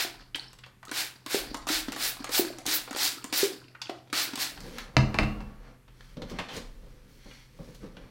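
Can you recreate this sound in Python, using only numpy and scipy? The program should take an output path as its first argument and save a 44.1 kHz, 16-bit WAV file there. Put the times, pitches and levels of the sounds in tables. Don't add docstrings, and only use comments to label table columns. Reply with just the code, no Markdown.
import sys
import numpy as np
from scipy import signal
from scipy.fft import rfft, irfft, next_fast_len
from scipy.io import wavfile

SR = 44100
rng = np.random.default_rng(int(sys.argv[2]) if len(sys.argv) > 2 else 0)


def generate_wav(signal):
    frames = np.transpose(np.atleast_2d(signal))
    scaled = np.clip(frames, -1, 1) * 32767
    pcm = np.round(scaled).astype(np.int16)
    wavfile.write(sys.argv[1], SR, pcm)


N = 357210
TIME = np.arange(N) / SR
AGE = np.arange(SR) / SR

# (time [s], click [dB], click centre [Hz], creak [dB],
# swell [s], hiss [dB], opening sag [dB], rush [dB re hiss], top [dB re hiss], sheen [dB re hiss],
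# sheen delay [s], slosh [dB])
PULLS = [(-0.07, -25, 1500, -60, .065, -30.5, 12, -2, -6, -8, 0.094, -52.5),
         (0.914, -20, 1400, -54, 0.08, -33.5, 23, -2, -2.5, -20, 0.12, -59),
         (1.262, -22.5, 1600, -73, 0.09, -33.5, 37, -1, -1, -16, 0.12, -44),
         (1.669, -22, 1000, -47.5, 0.078, -30.5, 13, -3, -4, -16, 0.12, -50.5),
         (1.962, -22, 1240, -47, 0.089, -32, 28, -4, -1, -2, 0.13, -48.5),
         (2.292, -22, 700, -51, 0.067, -28, 39, -5.5, -1.5, 3, 0.097, -46.5),
         (2.655, -27.5, 1000, -53, 0.076, -30, 16, -4, -3, 5.5, 0.1, -48.5),
         (2.961, -20, 1040, -46, 0.09, -28.5, 12.5, -6.5, -3.5, -3, 0.084, -50),
         (3.326, -16.5, 3600, -52, 0.089, -30, 5, -5, -3, 1, 0.061, -48.5),
         (4.128, -16, 1550, -53.5, 0.074, -30.5, 9, -3, -5.5, -6, 0.11, -47.5),
         (4.375, -22.5, 2100, -54, 0.045, -31.5, 24, -5, -4, -6, .05, -54)]
# (time [s], click [dB], snap [dB re click], gulp [dB])
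RETURNS = [(0.206, -41.5, -20, -54), (1.544, -20, -2.5, -28.5), (1.882, -23, -21, -21.5),
           (2.203, -33.5, -14, -28.5), (2.585, -31, 4.5, -41), (2.909, -24.5, -2, -28.5),
           (3.242, -24.5, 4, -30), (4.333, -24.5, -13, -26.5)]
# (time [s], crack [dB], crack centre [Hz], body [dB], frame [dB], top [dB])
LANDINGS = [(4.9673, -10.5, 3980, -18.5, -12, -9), (5.1433, -27, 3140, -27.5, -25.5, -35),
            (5.187, -13, 1910, -19.5, -15.5, -28.5), (5.232, -30, 1800, -30.5, -27, -23.5),
            (5.405, -43, 1700, -41, -34.5, -37)]
# (frequency [Hz], level [dB])
WOOD = [(40, -2.5), (70, -1), (130, -0.5), (200, 4), (290, -1), (370, -6.5), (510, 0.5), (660, -21),
        (1000, -19), (2000, -34), (4000, -62), (8000, -75.5)]


def from_db(db):
    return 10 ** (np.asarray(db) / 20)


def rms_one(x):
    return x / np.sqrt(np.mean(x ** 2) + 1e-20)


def at_hz(points, hz):
    points = np.array(points)
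    return np.interp(np.log(np.maximum(hz, 1)), np.log(points[:, 0]), points[:, 1])


def noise(spectrum, size=N):
    gain = from_db(at_hz(spectrum, np.fft.rfftfreq(size, 1 / SR)))
    return rms_one(irfft(rfft(rng.standard_normal(size)) * gain, size))


def band(x, low_hz, high_hz, order=2):
    sos = signal.butter(order, [low_hz, min(high_hz, .45 * SR)], "band", fs=SR, output="sos")
    return signal.sosfilt(sos, x)


def focused(spectrum, centre_hz, slope_db):
    return [(hz, at_hz(spectrum, hz) - slope_db * abs(np.log2(hz / centre_hz)))
            for hz in np.geomspace(100, 16000, 30)]


def flutter(per_s, depth_db):
    knots = rng.standard_normal(N)
    return from_db(depth_db * np.interp(TIME * per_s, np.arange(N), knots))


def swell(middle_s, half_s):
    return np.exp(-.5 * np.minimum(((TIME - middle_s) / half_s) ** 2, 100))


def decay(t60):
    return from_db(-60 * AGE / max(t60, 1e-3))


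def burst(spectrum, t60, attack_s=0.0001):
    return noise(spectrum, size=SR) * decay(t60) * (1 - np.exp(-AGE / attack_s))


def ringing(modes):
    return sum(rng.choice([-1, 1]) * from_db(db + rng.standard_normal())
               * np.sin(2 * np.pi * hz * AGE) * decay(t60) for hz, db, t60 in modes)


def grains(per_s, spectrum, t60, spread_db):
    sizes = from_db(spread_db * np.minimum(rng.exponential(1, N), 3)) * rng.choice([-1, 1], N)
    hits = sizes * (rng.random(N) < per_s / SR)
    kind = rng.integers(0, 6, N)
    return rms_one(sum(signal.oaconvolve(hits * (kind == k), burst(spectrum, t60)[:SR // 20])[:N]
                       for k in range(6)))


def bubble(hz, cycles, rise, onset_cycles):
    t60 = cycles / hz
    age = AGE[AGE < 2 * t60]
    pitch = hz * (1 + rise * (np.minimum(age / t60, 1) - .2))
    onset = 1 - np.exp(-(age * hz / onset_cycles) ** 2)
    return np.sin(2 * np.pi * np.cumsum(pitch) / SR) * from_db(-60 * age / t60) * onset


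def add(track, s, sound):
    start = round(s * SR)
    part = sound[max(-start, 0):N - start]
    track[max(start, 0):max(start, 0) + len(part)] += part


def studio(x, wet_db, early_db, predelay_s=0.0039):
    # (frequency [Hz], t60 [s])
    room_t60 = [(200, 0.52), (400, 0.29), (800, 0.55), (1500, 0.38), (4500, 0.34), (9000, 0.39),
                (16000, 0.22)]
    # (delay [s], level [dB])
    echoes = [(.0017, -46), (.0041, -16), (.0078, -13.5), (0.02, -16.5), (0.035, -20.5)]
    edges = np.geomspace(190, 18000, 10)
    tail = sum(band(rng.standard_normal(SR), lo, hi) * decay(at_hz(room_t60, np.sqrt(lo * hi)))
               for lo, hi in zip(edges, edges[1:]))
    tail *= np.clip(AGE / predelay_s - 1, 0, 1)
    out = x + from_db(wet_db) * signal.fftconvolve(x, tail / np.sqrt(np.sum(tail ** 2)))[:N]
    for s, db in echoes:
        add(out, s, from_db(db + early_db) * x)
    return out


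def room_tone(air_db=-62.5, hum_hz=125.9, hum_db=-62.5, rumble_trim_db=-2):
    # (frequency [Hz], level [dB])
    air_colour = [(29, -33.5), (50, -1.5), (122, 5), (306, -5), (362, -5.5), (520, -12), (601, -18),
                  (950, -15), (2210, -16.5), (4450, -24.5), (7040, -25.5), (13200, -26), (16000, -36)]
    # (frequency [Hz], level [dB])
    rumble_colour = [(10, -14), (20, -10.5), (30, 3), (43, 1.5), (60, -16.5), (100, -24), (250, -58.5)]
    # (time [s], level [dB])
    rumble_ride = [(0.0, -69), (0.16, -55.5), (1.28, -76), (1.49, -42), (1.69, -50.5), (4.17, -79),
                   (4.51, -59), (4.58, -43.5), (4.92, -49), (5.01, -34), (5.16, -37), (5.23, -28.5),
                   (5.8, -58), (6.31, -45), (6.52, -53), (6.68, -41), (7.45, -55), (8.1, -48)]
    hum = from_db(hum_db) * np.sqrt(2) * np.sin(2 * np.pi * hum_hz * TIME) * flutter(19, 1.8)
    rumble_db = np.interp(TIME, *np.transpose(rumble_ride)) + rumble_trim_db
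    rumble = from_db(rumble_db) * noise(rumble_colour)
    return from_db(air_db) * noise(air_colour) + hum + rumble


def sliding(rub_trim_db=-3, shuffle_trim_db=-6):
    # (middle [s], half length [s], rub [dB], tilt [dB/octave], shuffle [dB], handle ring [dB])
    strokes = [(4.679, 0.068, -49.5, 1, -41, -73), (4.803, 0.031, -50, -.5, -50, -54),
               (5.217, 0.23, -50, -6.5, -42, -80), (5.68, 0.043, -58, -6, -54, -72),
               (6.06, 0.078, -60.5, 0.5, -57, -74), (6.305, 0.012, -57, 11, -60, -68),
               (6.38, 0.087, -51.5, -5.5, -47, -59.5), (6.563, 0.027, -43, 0.5, -38.5, -56),
               (6.9, 0.2, -64.5, -0.5, -55, -88), (7.135, 0.044, -66, 7, -63, -78),
               (7.328, 0.078, -58, 1, -71, -59.5), (7.683, 0.12, -59, 1.5, -54.5, -78),
               (7.849, 0.024, -59, -3, -40, -80), (8.03, 0.08, -59, -5, -48.5, -73)]
    # (frequency [Hz], level [dB])
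    rub_colour = [(350, -16), (600, -1.5), (1100, 1), (1600, 2.5), (2200, 0), (3300, -3), (4300, -1.5),
                  (5700, -5), (7500, -11), (11000, -13), (16000, -18.5)]
    # (frequency [Hz], width [Hz], level [dB])
    handle = [(2200, 260, 6), (3300, 410, 4.5), (4380, 370, 4.5), (5760, 480, 4)]
    rub = noise(rub_colour) * flutter(400, 1.9)
    shuffle = rms_one(band(noise(WOOD), 93, 770)) * flutter(40, 0.87)
    scrape = rms_one(sum(from_db(db) * band(rub, hz - width / 2, hz + width / 2, order=1)
                         for hz, width, db in handle))
    size = next_fast_len(N)
    spectrum = rfft(rub, size)
    octaves = np.log2(np.maximum(np.fft.rfftfreq(size, 1 / SR), 300) / 3000)
    out = np.zeros(N)
    for s, half_s, rub_db, tilt_db, shuffle_db, ring_db in strokes:
        tilted = rms_one(irfft(spectrum * from_db(tilt_db * octaves), size)[:N])
        out += swell(s, half_s) * (from_db(rub_db + rub_trim_db) * tilted
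                                   + from_db(shuffle_db + shuffle_trim_db) * shuffle
                                   + from_db(ring_db) * scrape)
    return out


def handling(thud_trim_db=-1):
    # (time [s], thud [dB], tick [dB], tick centre [Hz], tick t60 [s])
    bumps = [(4.575, -45, -40.5, 1500, .06), (5.879, -60.5, -56, 2200, 0.13),
             (6.008, -71, -41.5, 1830, 0.019), (6.169, -33.5, -47.5, 3500, 0.066),
             (6.219, -35, -39.5, 3700, 0.075), (6.298, -63, -44.5, 5360, 0.13),
             (6.314, -33.5, -47, 1000, 0.094), (6.387, -35.5, -29.5, 2230, 0.13),
             (6.486, -50, -42, 2940, 0.48), (6.565, -37.5, -37.5, 7240, .12),
             (6.831, -47.5, -72, 1490, .06), (7.258, -42.5, -66, 1500, .06), (7.312, -67, -50, 2900, 0.031),
             (7.589, -37, -60, 1200, .06), (7.675, -43, -62, 1200, 0.053), (7.746, -63, -50, 12000, 0.086),
             (7.831, -38.5, -51, 1200, 0.055), (7.968, -43, -46, 2280, 0.048)]
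    # (frequency [Hz], level [dB])
    tick_colour = [(200, -18.5), (520, 6.5), (1000, 1.5), (1500, -4), (2300, -8.5), (3300, -5.5),
                   (5000, -11), (7500, -19.5), (16000, -31)]
    # (time [s], level [dB])
    cup_taps = [(7.311, -47.5), (7.969, -51)]
    # (frequency [Hz], level [dB], t60 [s])
    cup_modes = [(1590, -9, 0.13), (1990, -12, 0.2), (2400, -6, 0.16), (2900, 2.5, 0.066),
                 (3400, -10, 0.085)]
    out = np.zeros(N)
    for s, thud_db, tick_db, hz, t60 in bumps:
        add(out, s, from_db(thud_db + thud_trim_db) * burst(WOOD, t60=0.24, attack_s=0.0012))
        add(out, s, from_db(tick_db) * burst(focused(tick_colour, hz, slope_db=5), t60))
    for s, db in cup_taps:
        add(out, s, from_db(db) * ringing(cup_modes))
    return out


def landing(top_hz=130.9, top_t60=0.33, frame_trim_db=-1, slope_db=5):
    # (frequency [Hz], level [dB], t60 [s])
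    base_modes = [(420, -4, .06), (660, 5.5, 0.034), (746, -5, .05), (970, -20.5, 0.026),
                  (1330, -12.5, 0.03), (1850, -10.5, 0.026), (2100, -1.5, 0.023), (2360, -12.5, 0.053),
                  (2630, -6, 0.029), (3000, -4, 0.01), (3700, -5.5, 0.01), (4180, -5.5, 0.014),
                  (4540, -4.5, 0.0074), (5000, -3, .009), (6130, -6.5, 0.006), (7500, -12, .003)]
    # (frequency [Hz], level [dB])
    body_colour = [(60, -11.5), (130, -10.5), (230, 1.5), (400, -1.5), (580, -4.5), (950, -2.5), (1450, -9),
                   (2150, -11.5), (3300, -22.5), (4500, -20), (8000, -33.5), (16000, -48)]
    # (frequency [Hz], level [dB], t60 [s])
    frame_modes = [(43, -20.5, 0.61), (51.2, -20, 0.48), (72.3, -6.5, 0.35), (93, -16.5, 0.68),
                   (158, -4.5, 0.13), (209, -11.5, 0.47), (229, -11, 0.27), (302, -21.5, 0.47),
                   (315, -11, 0.44), (400, -27, 0.72), (511, -21.5, 0.35), (579, -18.5, .3),
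                   (744, -26, 0.2)]
    # (frequency [Hz], level [dB], t60 [s])
    jar_modes = [(1122, -26, 0.99), (2770, -43, 0.62), (2810, -28, 0.5), (2680, -19, 0.28)]
    out, jars = np.zeros((2, N))
    build_up = 1 - np.exp(-AGE / 0.012)
    drum = np.sin(2 * np.pi * top_hz * AGE) * decay(top_t60)
    for s, crack_db, centre_hz, body_db, frame_db, top_db in LANDINGS:
        struck = [(hz, db - slope_db * abs(np.log2(hz / centre_hz)), t60) for hz, db, t60 in base_modes]
        add(out, s, from_db(crack_db) * ringing(struck))
        add(out, s, from_db(body_db) * burst(body_colour, t60=0.086))
        boom = from_db(frame_db + frame_trim_db) * ringing(frame_modes) + from_db(top_db) * drum
        add(out, s, boom * build_up)
        add(jars, s, from_db(body_db) * ringing(jar_modes))
    return out + jars * flutter(60, 3.9)


def gurgle(count=420, spread_db=5):
    put_down_s = LANDINGS[0][0]
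    out = np.zeros(N)
    for when, pitch, strength in rng.random((count, 3)):
        gain = from_db(spread_db * -np.log(1 - .95 * strength))
        blip = bubble(600 * 8 ** pitch, cycles=9.7, rise=0.097, onset_cycles=2.7)
        add(out, when * put_down_s, gain * blip)
    return rms_one(out)


def trickle(bubble_trim_db=2, fizz_db=-27.5, fizz_t60=0.36, slosh_delay_s=0.2):
    # (time [s], level [dB], pitch [Hz], ring [cycles])
    valve_bubbles = [(0.346, -17, 3080, 41), (0.396, -18.5, 4250, 28), (0.482, -42, 5330, 120),
                     (0.871, -38.5, 1270, 53), (0.892, -34, 1490, 24), (1.547, -36.5, 1080, 110),
                     (3.182, -34, 1300, 32), (3.682, -37, 2600, 17), (3.858, -21, 3140, 13),
                     (3.87, -30.5, 2630, 27), (3.988, -50, 2900, 40)]
    # (frequency [Hz], level [dB])
    slosh_colour = [(150, -19), (280, 19.5), (500, 2.5), (800, -4.5), (1500, 5.5), (3000, -5.5),
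                    (4600, 9.5), (7000, -13), (16000, -40)]
    water = from_db(-6) * noise(slosh_colour) * flutter(140, 6.9) + from_db(-9) * gurgle()
    stir = sum(from_db(db) * swell(s + slosh_delay_s, half_s=0.087) for s, *_, db in PULLS)
    out = np.zeros(N)
    for s, db, hz, cycles in valve_bubbles:
        add(out, s, from_db(db + bubble_trim_db) * bubble(hz, cycles, rise=.08, onset_cycles=2.0))
        add(stir, s, from_db(db + fizz_db) * decay(fizz_t60))
    return out + stir * water


def plops(trim_db=5, gulp_db=-8.5, gulp_hz=304, refill_hz=274, gulp_cycles=10.4, overtone_ratio=2.035):
    # (time [s], level [dB], pitch [Hz], ring [cycles], overtone [dB re plop])
    big_plops = [(0.047, -34.5, 350, 22, 1), (1.344, -8.5, 382, 7, -9.5), (1.512, -24, 284, 6.2, -8),
                 (1.699, -25, 315, 27, -20), (2.393, -14, 349.5, 19.6, -15), (2.506, -34, 335, 36, -26),
                 (2.677, -31, 312, 26, -15), (3.429, -13.5, 388, 18.5, -27), (3.894, -27, 346, 15.5, 0.5)]
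    pockets = [(s, db + gulp_db, gulp_hz, gulp_cycles) for s, db, *_ in PULLS]
    pockets += [(s, db, refill_hz, gulp_cycles) for s, _, _, db in RETURNS]
    for s, db, hz, cycles, overtone_db in big_plops:
        pockets += [(s, db, hz, cycles), (s, db + overtone_db, hz * overtone_ratio, cycles)]
    out = np.zeros(N)
    for s, db, hz, cycles in pockets:
        add(out, s, from_db(db + trim_db) * bubble(hz, cycles, rise=0.023, onset_cycles=1.0))
    return out


def creaks(per_s=80, lead_s=0.022):
    colour = [(100, -45), (250, 9), (700, -5.5), (1500, -6.5), (4500, -3.5), (12000, -30)]
    grip = sum(from_db(db) * swell(s - lead_s, half_s=0.023) for s, _, _, db, *_ in PULLS)
    return grip * grains(per_s, colour, t60=.02, spread_db=6.5)


def trigger(trim_db=-3, snap_trim_db=-2, return_hz=870):
    # (time [s], level [dB], centre [Hz], snap [dB], narrowing [dB/octave])
    loose_clicks = [(0.346, -20, 3035, -35, 13), (0.357, -26, 3020, 3, 7), (0.531, -40.5, 1440, 4.5, 0),
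                    (0.587, -38.5, 3780, -3, 4), (0.636, -30, 2420, -32, 14), (0.662, -37, 724, -7, 2.5),
                    (0.829, -29.5, 1140, -14, 10), (0.852, -43.5, 923, 12, 0), (1.571, -29, 775, -1, 25),
                    (1.688, -19, 1310, 4.5, 5), (1.92, -23, 1590, -1, 0), (1.927, -28, 1590, 4, 7),
                    (2.243, -23, 1690, 2, 2), (2.27, -28, 1670, -18, 9), (2.379, -20, 710, 9, 12),
                    (2.664, -22, 3750, 10.5, 21), (2.672, -25, 3750, 5, 5), (2.876, -26.5, 775, -22, 6),
                    (2.929, -26.5, 1250, 0, 15), (3.749, -30.5, 1600, -34, 14.5),
                    (3.816, -19, 4730, -34, 6.5), (3.894, -22, 690, -31, 1.5), (4.356, -23.5, 4220, 5, 4),
                    (4.604, -33, 4810, 2, 31), (4.783, -22, 2250, -2.5, 7)]
    # (frequency [Hz], level [dB])
    clack_colour = [(200, -9.5), (500, 7.5), (900, 8), (1500, 5), (3000, 1), (4500, 4), (7000, -9.5),
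                    (16000, -22.5)]
    snap_colour = [(3000, -18), (7000, -10.5), (16000, -25)]
    pull_clicks = [(s, db, hz, -2.5, 4) for s, db, hz, *_ in PULLS]
    return_clicks = [(s, db, return_hz, snap_db, 1.5) for s, db, snap_db, _ in RETURNS]
    out = np.zeros(N)
    for s, db, hz, snap_db, slope_db in pull_clicks + return_clicks + loose_clicks:
        clack = burst(focused(clack_colour, hz, slope_db), t60=0.032, attack_s=0.0025)
        snap = burst(snap_colour, t60=0.011, attack_s=0.0005)
        add(out, s, from_db(db + trim_db) * (clack + from_db(snap_db + snap_trim_db) * snap))
    return out


def pressure_db(swell_s, sag_db, fall_db_per_s=267, rounding_s=0.027):
    rising = np.clip(1 - AGE / swell_s, 0, 1)
    falling = np.hypot(np.maximum(AGE - swell_s, 0), rounding_s) - rounding_s
    return -sag_db * rising ** 2 - fall_db_per_s * falling


def mist(trim_db=-1, rush_trim_db=1.16, drops_per_s=2500, sputter_db=1.25, opening_s=0.0095):
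    # (frequency [Hz], level [dB])
    jet_colour = [(120, -41), (210, -47), (310, -8.5), (560, -11.5), (770, -6), (1060, -10.5), (1550, -1.5),
                  (2100, -3), (2950, 0.5), (4300, 8), (5300, 7), (6800, -1), (9500, -7), (14000, -11.5)]
    spit_colour = [(120, -45), (300, -16), (700, -5), (1600, -0.5), (3000, -0.5), (8000, -16)]
    rush_follows, top_follows = 0.72, 0.81
    drops = (rng.random(N) < drops_per_s / SR) * rng.standard_normal(N)
    jet = noise(jet_colour) + from_db(-8) * rms_one(band(drops, 3000, 15000, order=1))
    rush, hiss, top = [rms_one(band(jet, lo, hi, order=4))
                       for lo, hi in [(220, 2780), (3400, 7870), (8200, .45 * SR)]]
    finest = rms_one(band(rng.standard_normal(N), 11500, 19000, order=3))
    spit = grains(130, spit_colour, t60=0.017, spread_db=2.5)
    rush = rush + from_db(-8.5) * spit
    top = from_db(-1) * top + from_db(-12) * finest
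    out = np.zeros(N)
    for s, _, _, _, swell_s, hiss_db, sag_db, rush_db, top_db, sheen_db, sheen_s, _ in PULLS:
        force_db = pressure_db(swell_s, sag_db)
        valve = from_db(hiss_db + trim_db) * np.minimum(AGE / opening_s, 1)
        span = (round(s * SR) + np.arange(SR)) % N
        sheen = from_db(sheen_db) * swell(sheen_s, half_s=0.015)[:SR]
        add(out, s, valve * (from_db(force_db) * hiss[span]
                             + from_db(rush_follows * force_db + rush_db + rush_trim_db) * rush[span]
                             + from_db(top_follows * force_db + top_db) * top[span]
                             + sheen * finest[span]))
    return out * flutter(1500, sputter_db) * flutter(90, 0.48)


def scene():
    spray = studio(mist(), wet_db=-15, early_db=-6)
    pump = studio(trigger() + creaks(), wet_db=-6.5, early_db=2)
    water = studio(trickle(), wet_db=-8, early_db=-17)
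    water += studio(plops(), wet_db=-5.5, early_db=1)
    thump = studio(landing(), wet_db=-8, early_db=-12)
    brush = studio(sliding() + handling(), wet_db=-7, early_db=-22)
    return np.tile(spray + pump + water + thump + brush + room_tone(), (2, 1))


def record(dry):
    cutoff_hz = 15950
    return signal.sosfilt(signal.ellip(12, .1, 80, cutoff_hz, fs=SR, output="sos"), dry)


dry = scene()
out = record(dry)
generate_wav(out)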